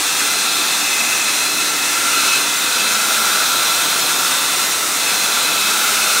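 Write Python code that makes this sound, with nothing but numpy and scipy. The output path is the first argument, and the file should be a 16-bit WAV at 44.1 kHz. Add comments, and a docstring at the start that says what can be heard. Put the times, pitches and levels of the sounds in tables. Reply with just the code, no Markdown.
"""Hair dryer swept over a board

A handheld dryer, intake grille towards a microphone, is swept over a cloth-covered board indoors.
Filtered noise is the rushing air and rings the barrel's pipe modes; sines are a seven-blade fan's whine.
The board returns the noise about a millisecond late, so notches glide as the hand moves nearer and further."""
import sys
import numpy as np
from scipy import signal
from scipy.fft import rfft, irfft
from scipy.io import wavfile
from scipy.ndimage import uniform_filter1d, map_coordinates

SR = 44100
rng = np.random.default_rng(int(sys.argv[2]) if len(sys.argv) > 2 else 0)


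def volts_from_decibels(level):
    """Turn decibel levels (scalar or array-like) into linear amplitude factors."""
    exponent = np.asarray(level, float) / 20
    return 10 ** exponent


def master(y):
    """Save y as 16-bit WAV."""
    cut = np.clip(np.atleast_2d(y).T, -1, 1)
    pcm = np.round(cut * 32767)  # scale
    wavfile.write(sys.argv[1], SR, pcm.astype(np.int16))


N = 273420
T = np.arange(N) / SR


def columns(table):
    """Every column after the time column, interpolated sample by sample."""
    seconds, *rest = np.transpose(table)
    return [np.interp(T, seconds, column) for column in rest]


def unit(x):
    """Scale to rms 1."""
    return x / np.sqrt(np.mean(x ** 2))


def coloured(spectrum):
    """Gaussian noise of rms 1 with the given spectrum, log-interpolated in frequency."""
    hz, db = np.transpose(spectrum)
    f = np.arange(N // 2 + 1) * SR / N + 1  # +1 keeps the log finite
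    gain = volts_from_decibels(np.interp(np.log(f), np.log(hz), db, left=-80, right=-80))
    return unit(irfft(rfft(rng.standard_normal(N)) * gain, N))


def walk(rate_per_s):
    """Slow random curve of rms 1: noise averaged twice over 1/rate."""
    k = int(SR / rate_per_s)
    smooth = uniform_filter1d(rng.standard_normal(N), k)
    return unit(uniform_filter1d(smooth, k))


def step(at_s, takes_s):
    """Smooth move from 0 to 1."""
    return (1 + np.tanh((T - at_s) / takes_s)) / 2


def bump(at_s, half_s):
    """Bell shape with top 1."""
    return np.exp(-((T - at_s) / half_s) ** 2)


def peak_filter(x, hz, width_hz):
    """Resonant band-pass with gain 1 at its centre."""
    return signal.lfilter(*signal.iirpeak(hz, hz / width_hz, fs=SR), x)


def resonance(x, hz, width_hz, db):
    """One pipe mode, set to its level."""
    return volts_from_decibels(db) * unit(peak_filter(x, hz, width_hz))


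def echo(x, lag_ms, share):
    """A copy of x that arrives after a fixed or moving lag."""
    return share * map_coordinates(x, [np.arange(N) - lag_ms * SR / 1000], order=3, mode="nearest")


# The hand's pose, a guess at three angles around the usual hold. Each row: time in seconds,
# lag of the board's echo in ms, grille facing the microphone, sideways lean, roll (angles about -1 to 1).
HAND_POSE = [(0, 1.1, -0.32, 0.27, 0.8), (.3, 1.15, -0.14, 0.55, .1), (.6, 1.18, -0.094, -0.24, -0.93),
             (.8, 1.06, -.8, 0.39, -0.14), (1.0, 1.17, -1.1, 0.61, -0.49), (1.4, 1.18, -.8, 0.51, 0.015),
             (1.7, 1.04, -0.67, 0.04, .1), (1.88, 1.11, -0.94, 0.39, .15), (1.97, 1.19, -0.085, 0.15, .8),
             (2.13, 1.38, 0.61, 0.97, 0.64), (2.36, 1.23, 0.71, 1.24, .3),
             (2.45, 1.08, -.2, -0.0048, 0.062), (2.6, 1.06, -0.28, -0.56, -0.12),
             (2.8, 1.21, 0.51, .45, -0.5), (3.0, 1.23, 0.45, -.1, 0.35), (3.2, 1.22, 1.3, -0.34, .1),
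             (3.7, 1.2, .95, -0.51, -0.23), (3.9, 1.21, .55, -.35, -0.22), (4.3, 1.1, 0.84, -.35, .05),
             (4.7, 1.04, -.45, -0.45, 0.52), (4.95, .97, -0.65, -1.4, 0.91), (5.05, 1.12, -0.54, 0.35, -.3),
             (5.17, 1.17, 0.041, 0.24, -0.31), (5.3, 1.18, 0.69, -0.04, -0.31),
             (5.6, 1.21, 0.36, -0.042, -0.72), (5.85, 1.27, 1.1, 0.39, 0.73), (6.0, 1.33, 0.43, 0.93, 0.29),
             (6.2, 1.35, 1.1, 0.19, 0.27)]


def posed(rows):
    """One curve per row: usual value plus the effect of the pose and of the arm reaching the board's far half."""
    reached = step(at_s=2.9, takes_s=0.11)
    pose = np.array([np.ones(N), *columns(HAND_POSE)[1:], reached])
    return np.array(rows) @ pose


def room(x):
    """Diffuse reflections; the moving dryer slides between several paths, so the fine ripple keeps changing."""
    paths, level_db, t60_s, gap_s = 6, -11, .1, .004
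    t = T[:SR // 4]
    shares = np.array([walk(1.6) for _ in range(paths)])
    shares = shares / np.sqrt(np.sum(shares ** 2, axis=0))
    out = 0
    for share in shares:
        tail = rng.standard_normal(len(t)) * np.exp(-np.log(1000) * t / t60_s) * (t > gap_s)
        out = out + share * signal.fftconvolve(x, tail / np.sqrt(np.sum(tail ** 2)))[:N]
    return volts_from_decibels(level_db) * out


def nearby_echo(noise):
    """An inverted echo while the dryer is held low."""
    return echo(noise, 2.5, -.11 * bump(at_s=1.3, half_s=.6))


def dulled(noise):
    """Cloth and upholstery absorb treble: first-order low-pass."""
    return signal.lfilter(*signal.butter(1, 4370, fs=SR), noise)


def seat_echo(soft_noise):
    """Echo off the seat under the board; its lag shortens as the dryer is lifted."""
    lifted = step(at_s=1.92, takes_s=0.36)
    lag_ms = np.interp(lifted, (0, 1), (2.45, 1.93))
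    share = np.interp(lifted, (0, 1), (0.14, .11))
    return echo(soft_noise, lag_ms, share)


def board_echo(soft_noise):
    """Echo off the board, its lag following the hand; the share grows with the lag."""
    usual_lag_ms, usual_share, share_per_ms = 1.17, 0.21, 0.12
    lag_ms = columns(HAND_POSE)[0]
    return echo(soft_noise, lag_ms, usual_share + share_per_ms * (lag_ms - usual_lag_ms))


# Pitch of the 14th order: the motor sags slowly, the moving hand bends it up and down.
# Each row: time in seconds, pitch in Hz.
WHINE_HZ = [(0.0, 4103.5), (0.35, 4102.8), (0.7, 4107.8), (1.05, 4099.3), (1.35, 4104.8), (1.7, 4103.8),
            (2.4, 4097.3), (2.6, 4103.3), (2.75, 4105.5), (2.8, 4105.3), (2.95, 4099.5), (3.25, 4095.3),
            (3.5, 4097.5), (3.95, 4096.0), (4.15, 4098.3), (4.55, 4092.5), (4.75, 4094.0), (4.9, 4100.0),
            (5.0, 4101.5), (5.45, 4092.5), (5.7, 4094.5), (5.9, 4090.8), (6.05, 4097.8), (6.2, 4096.2)]
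# Tones of the fan. Each entry: multiple of shaft speed.
SHAFT_ORDERS = (1, 4, 7, 14, 21, 28, 35, 49)
# Phase wander of each order. Each entry: rms in radians.
PHASE_WANDER_RAD = (.7, .9, .3, .15, .33, .33, .33, .33)
# How each order beams. Each row, one an order: usual rms level in dB, dB per unit of facing, of lean,
# of roll, dB once the arm has reached out.
FAN_BEAM_DB = [(-42.5, 0.5, .3, 1.5, -18), (-45, 2, -.3, -1, 6), (-32.8, 0, .2, 0.5, -1.5),
               (-28.5, 0.3, .2, -.2, -1), (-42.5, -6, -.3, .3, -10), (-53, .1, .1, -2, .1),
               (-44, 1.2, .4, 3, -2), (-51, .1, .1, .1, .1)]
# Moments when the 7th order grows quieter. Each row: centre in seconds, depth in dB, half-length in seconds.
ORDER_7_DIPS = [(.03, -11, 0.12), (.5, -8, 0.15), (.8, -6, .06), (1.53, -7, 0.2), (2.28, -8, .09),
                (2.76, -11, 0.082), (3.5, -9, .1), (3.8, -4, .2), (4.22, -13, .22), (4.82, -5, .12),
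                (5.28, -7, .08), (5.68, -8, 0.13), (6.18, -7, .1)]
# Moments when the 14th order grows quieter. Each row: centre in seconds, depth in dB, half-length in seconds.
ORDER_14_DIPS = [(.1, -6, 0.14), (1.0, -12, .16), (1.88, -7, 0.15), (2.62, -5, .16), (3.08, -7, .09),
                 (4.28, -6, .15), (4.86, -8, .09), (5.82, -6.5, .17), (6.2, -5, 0.055)]


def fan():
    """Shaft and blade-pass tones (seven blades) on one phase, wavering in turbulent inflow, and mains hum."""
    shaft_hz = columns(WHINE_HZ)[0] / 14
    turn_rad = 2 * np.pi * np.cumsum(shaft_hz) / SR
    turn_rad = turn_rad + 0.004 * walk(10)  # the hand's tremor shifts the path, more radians for higher orders
    dips = {7: ORDER_7_DIPS, 14: ORDER_14_DIPS}
    out = volts_from_decibels(-57) * np.sin(2 * np.pi * 120 * T)  # hum
    for order, db, wander_rad in zip(SHAFT_ORDERS, posed(FAN_BEAM_DB), PHASE_WANDER_RAD):
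        if order in dips:
            db = db + sum(depth_db * bump(at_s, half_s) for at_s, depth_db, half_s in dips[order])
        else:
            db = db + 1.5 * walk(8.1)  # the weaker orders come and go
        phase_rad = order * turn_rad + wander_rad * walk(47)
        out = out + volts_from_decibels(db + 1.3 * walk(27)) * np.sin(phase_rad)
    return np.sqrt(2) * out  # levels are rms


# Pipe modes: first and skirt, second and skirt, third, cross.
# Each row: centre in Hz, width in Hz, level in dB before beaming.
PIPE_MODES = [(1352, 67, 2), (1416, 330, -3.5), (2593, 42, 2.5), (2490, 560, -14), (3630, 430, 1.5),
              (8540, 220, 5.5)]
# How the modes beam: first, its skirt relative to it, second, third, cross. Each row: usual gain in dB,
# dB per unit of facing, of lean, of roll, dB once the arm has reached out.
BARREL_BEAM_DB = [(-30.5, 4, -2.4, 3, -0.67), (1.2, -2.5, 6.8, -6, 1.1), (-34.5, 0.2, 7.5, -3.5, 0.06),
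                  (-28, 2, -0.8, -3.5, -0.49), (-41.5, 2.5, -1.5, 4, .2)]


def barrel():
    """Turbulence rings the barrel; the two lower modes are a sharp peak on a wide skirt."""
    eddies = rng.standard_normal(N)
    peak_1, skirt_1, peak_2, skirt_2, mode_3, cross = (resonance(eddies, *mode) for mode in PIPE_MODES)
    first, skirt, second, third, across = volts_from_decibels(posed(BARREL_BEAM_DB))
    low = first * (peak_1 + skirt * skirt_1) + second * (peak_2 + skirt_2)
    return low + third * mode_3 + across * cross


# Hollows between the barrel's modes. Each row: centre in Hz, width in Hz.
HOLLOWS_HZ = [(1860, 120), (3030, 300), (4800, 340)]
# Depth of each hollow, deeper at some angles. Each row: usual share 0-1, change per unit of facing,
# of lean, of roll, change once the arm has reached out.
HOLLOW_SHARES = [(0.17, 0.31, .12, .05, .03), (0.04, -0.27, -.05, -.03, -.03),
                 (0, -.15, 0.0057, -.05, -.05)]


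def hollowed(x):
    """Take a moving share out of the air around each hollow."""
    for (hz, width_hz), share in zip(HOLLOWS_HZ, posed(HOLLOW_SHARES)):
        x = x - np.clip(share, 0, .9) * peak_filter(x, hz, width_hz)
    return x


# Spectra of the four parts of the air. Each row: frequency in Hz, relative density in dB per Hz.
RUSH_SPECTRUM = [(900, -7.5), (1100, -6), (2000, -0.5), (2700, 1), (3000, -2.5), (3400, -1), (4700, -3),
                 (6000, 0.5), (7500, -1.5), (8800, -1.5), (10000, -5.5), (11500, -15)]
HISS_SPECTRUM = [(9000, -17), (10300, 1.5), (11500, 5.5), (12600, 3), (13700, 4.5), (15000, 3.5),
                 (16500, 0)]
ROAR_SPECTRUM = [(250, -10), (400, 0.5), (550, 2), (800, 3.5), (1000, 0), (1150, -4.5), (1500, -2)]
RUMBLE_SPECTRUM = [(25, -46), (60, -27), (120, -11.5), (220, -1), (300, 1.5), (400, 0.5), (600, -13)]
# How rush, hiss, roar and rumble beam. Each row: usual level in dB, dB per unit of facing, of lean,
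# of roll, dB once the arm has reached out.
AIR_BEAM_DB = [(-19.5, 0.5, .9, .3, 0.22), (-30, 0.9, .3, .3, 1.6), (-33.5, -0.06, -.4, -.6, 1.95),
               (-36.5, 0.1, 0.7, -0.67, 0.8)]


def air():
    """Turbulence at the grille and nozzle; eddies make rush and hiss flutter a little."""
    rush_db, hiss_db, roar_db, rumble_db = posed(AIR_BEAM_DB)
    gust = walk(48)
    rush = volts_from_decibels(rush_db + 0.13 * gust + 0.47 * walk(27)) * coloured(RUSH_SPECTRUM)
    hiss = volts_from_decibels(hiss_db + .3 * gust + 0.31 * walk(12)) * coloured(HISS_SPECTRUM)
    roar = volts_from_decibels(roar_db) * coloured(ROAR_SPECTRUM)
    rumble = volts_from_decibels(rumble_db) * coloured(RUMBLE_SPECTRUM)
    return rush + hiss + roar + rumble


def scene():
    """Air and barrel with their echoes and room, plus the direct fan, at one microphone."""
    noise = hollowed(air()) + barrel()
    soft_noise = dulled(noise)
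    echoes = board_echo(soft_noise) + seat_echo(soft_noise) + nearby_echo(noise)
    heard = noise + echoes + room(noise) + fan()
    return np.array([heard, heard])


# Treble bands that flicker. Each entry: band edge in Hz.
FLICKER_BANDS_HZ = (4130, 5170, 6200, 7580, 8270, 9650, 11000, 12400, 13800, 15000)


def flicker(x):
    """The treble flickers: now and then a band is unrelated left and right for two steps."""
    step_samples, first_sample, chance_per_step = 1024, 274, .034
    left, right = x.copy(), x.copy()
    shape = np.sin(np.pi * np.arange(2 * step_samples) / (2 * step_samples)) ** 1.5
    f, spectrum = np.arange(N // 2 + 1) * SR / N, rfft(x)
    for lo_hz, hi_hz in zip(FLICKER_BANDS_HZ, FLICKER_BANDS_HZ[1:]):
        band = irfft(spectrum * ((f > lo_hz) & (f < hi_hz)), N)
        starts = np.zeros(N)
        slots = starts[first_sample::step_samples]  # a view into starts
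        slots[:] = rng.random(len(slots)) < chance_per_step
        angle_rad = np.clip(signal.fftconvolve(starts, shape)[:N], 0, 1) * np.pi / 4
        other = np.roll(band, SR // 4)  # a quarter second away, so unrelated
        left += (np.cos(angle_rad) - 1) * band + np.sin(angle_rad) * other
        right += (np.cos(angle_rad) - 1) * band - np.sin(angle_rad) * other
    return np.array([left, right])


def low_pass(x):
    """Removes everything above the highest recorded frequency."""
    return signal.sosfilt(signal.butter(12, 16540, fs=SR, output="sos"), x)


def record(dry):
    """One microphone on both channels with a steep top cut and a flickering treble."""
    top_cut = signal.ellip(12, .2, 80, 15720, fs=SR, output="sos")
    finished = flicker(signal.sosfilt(top_cut, dry[0]))
    return low_pass(finished)


dry = scene()
out = record(dry)
master(out)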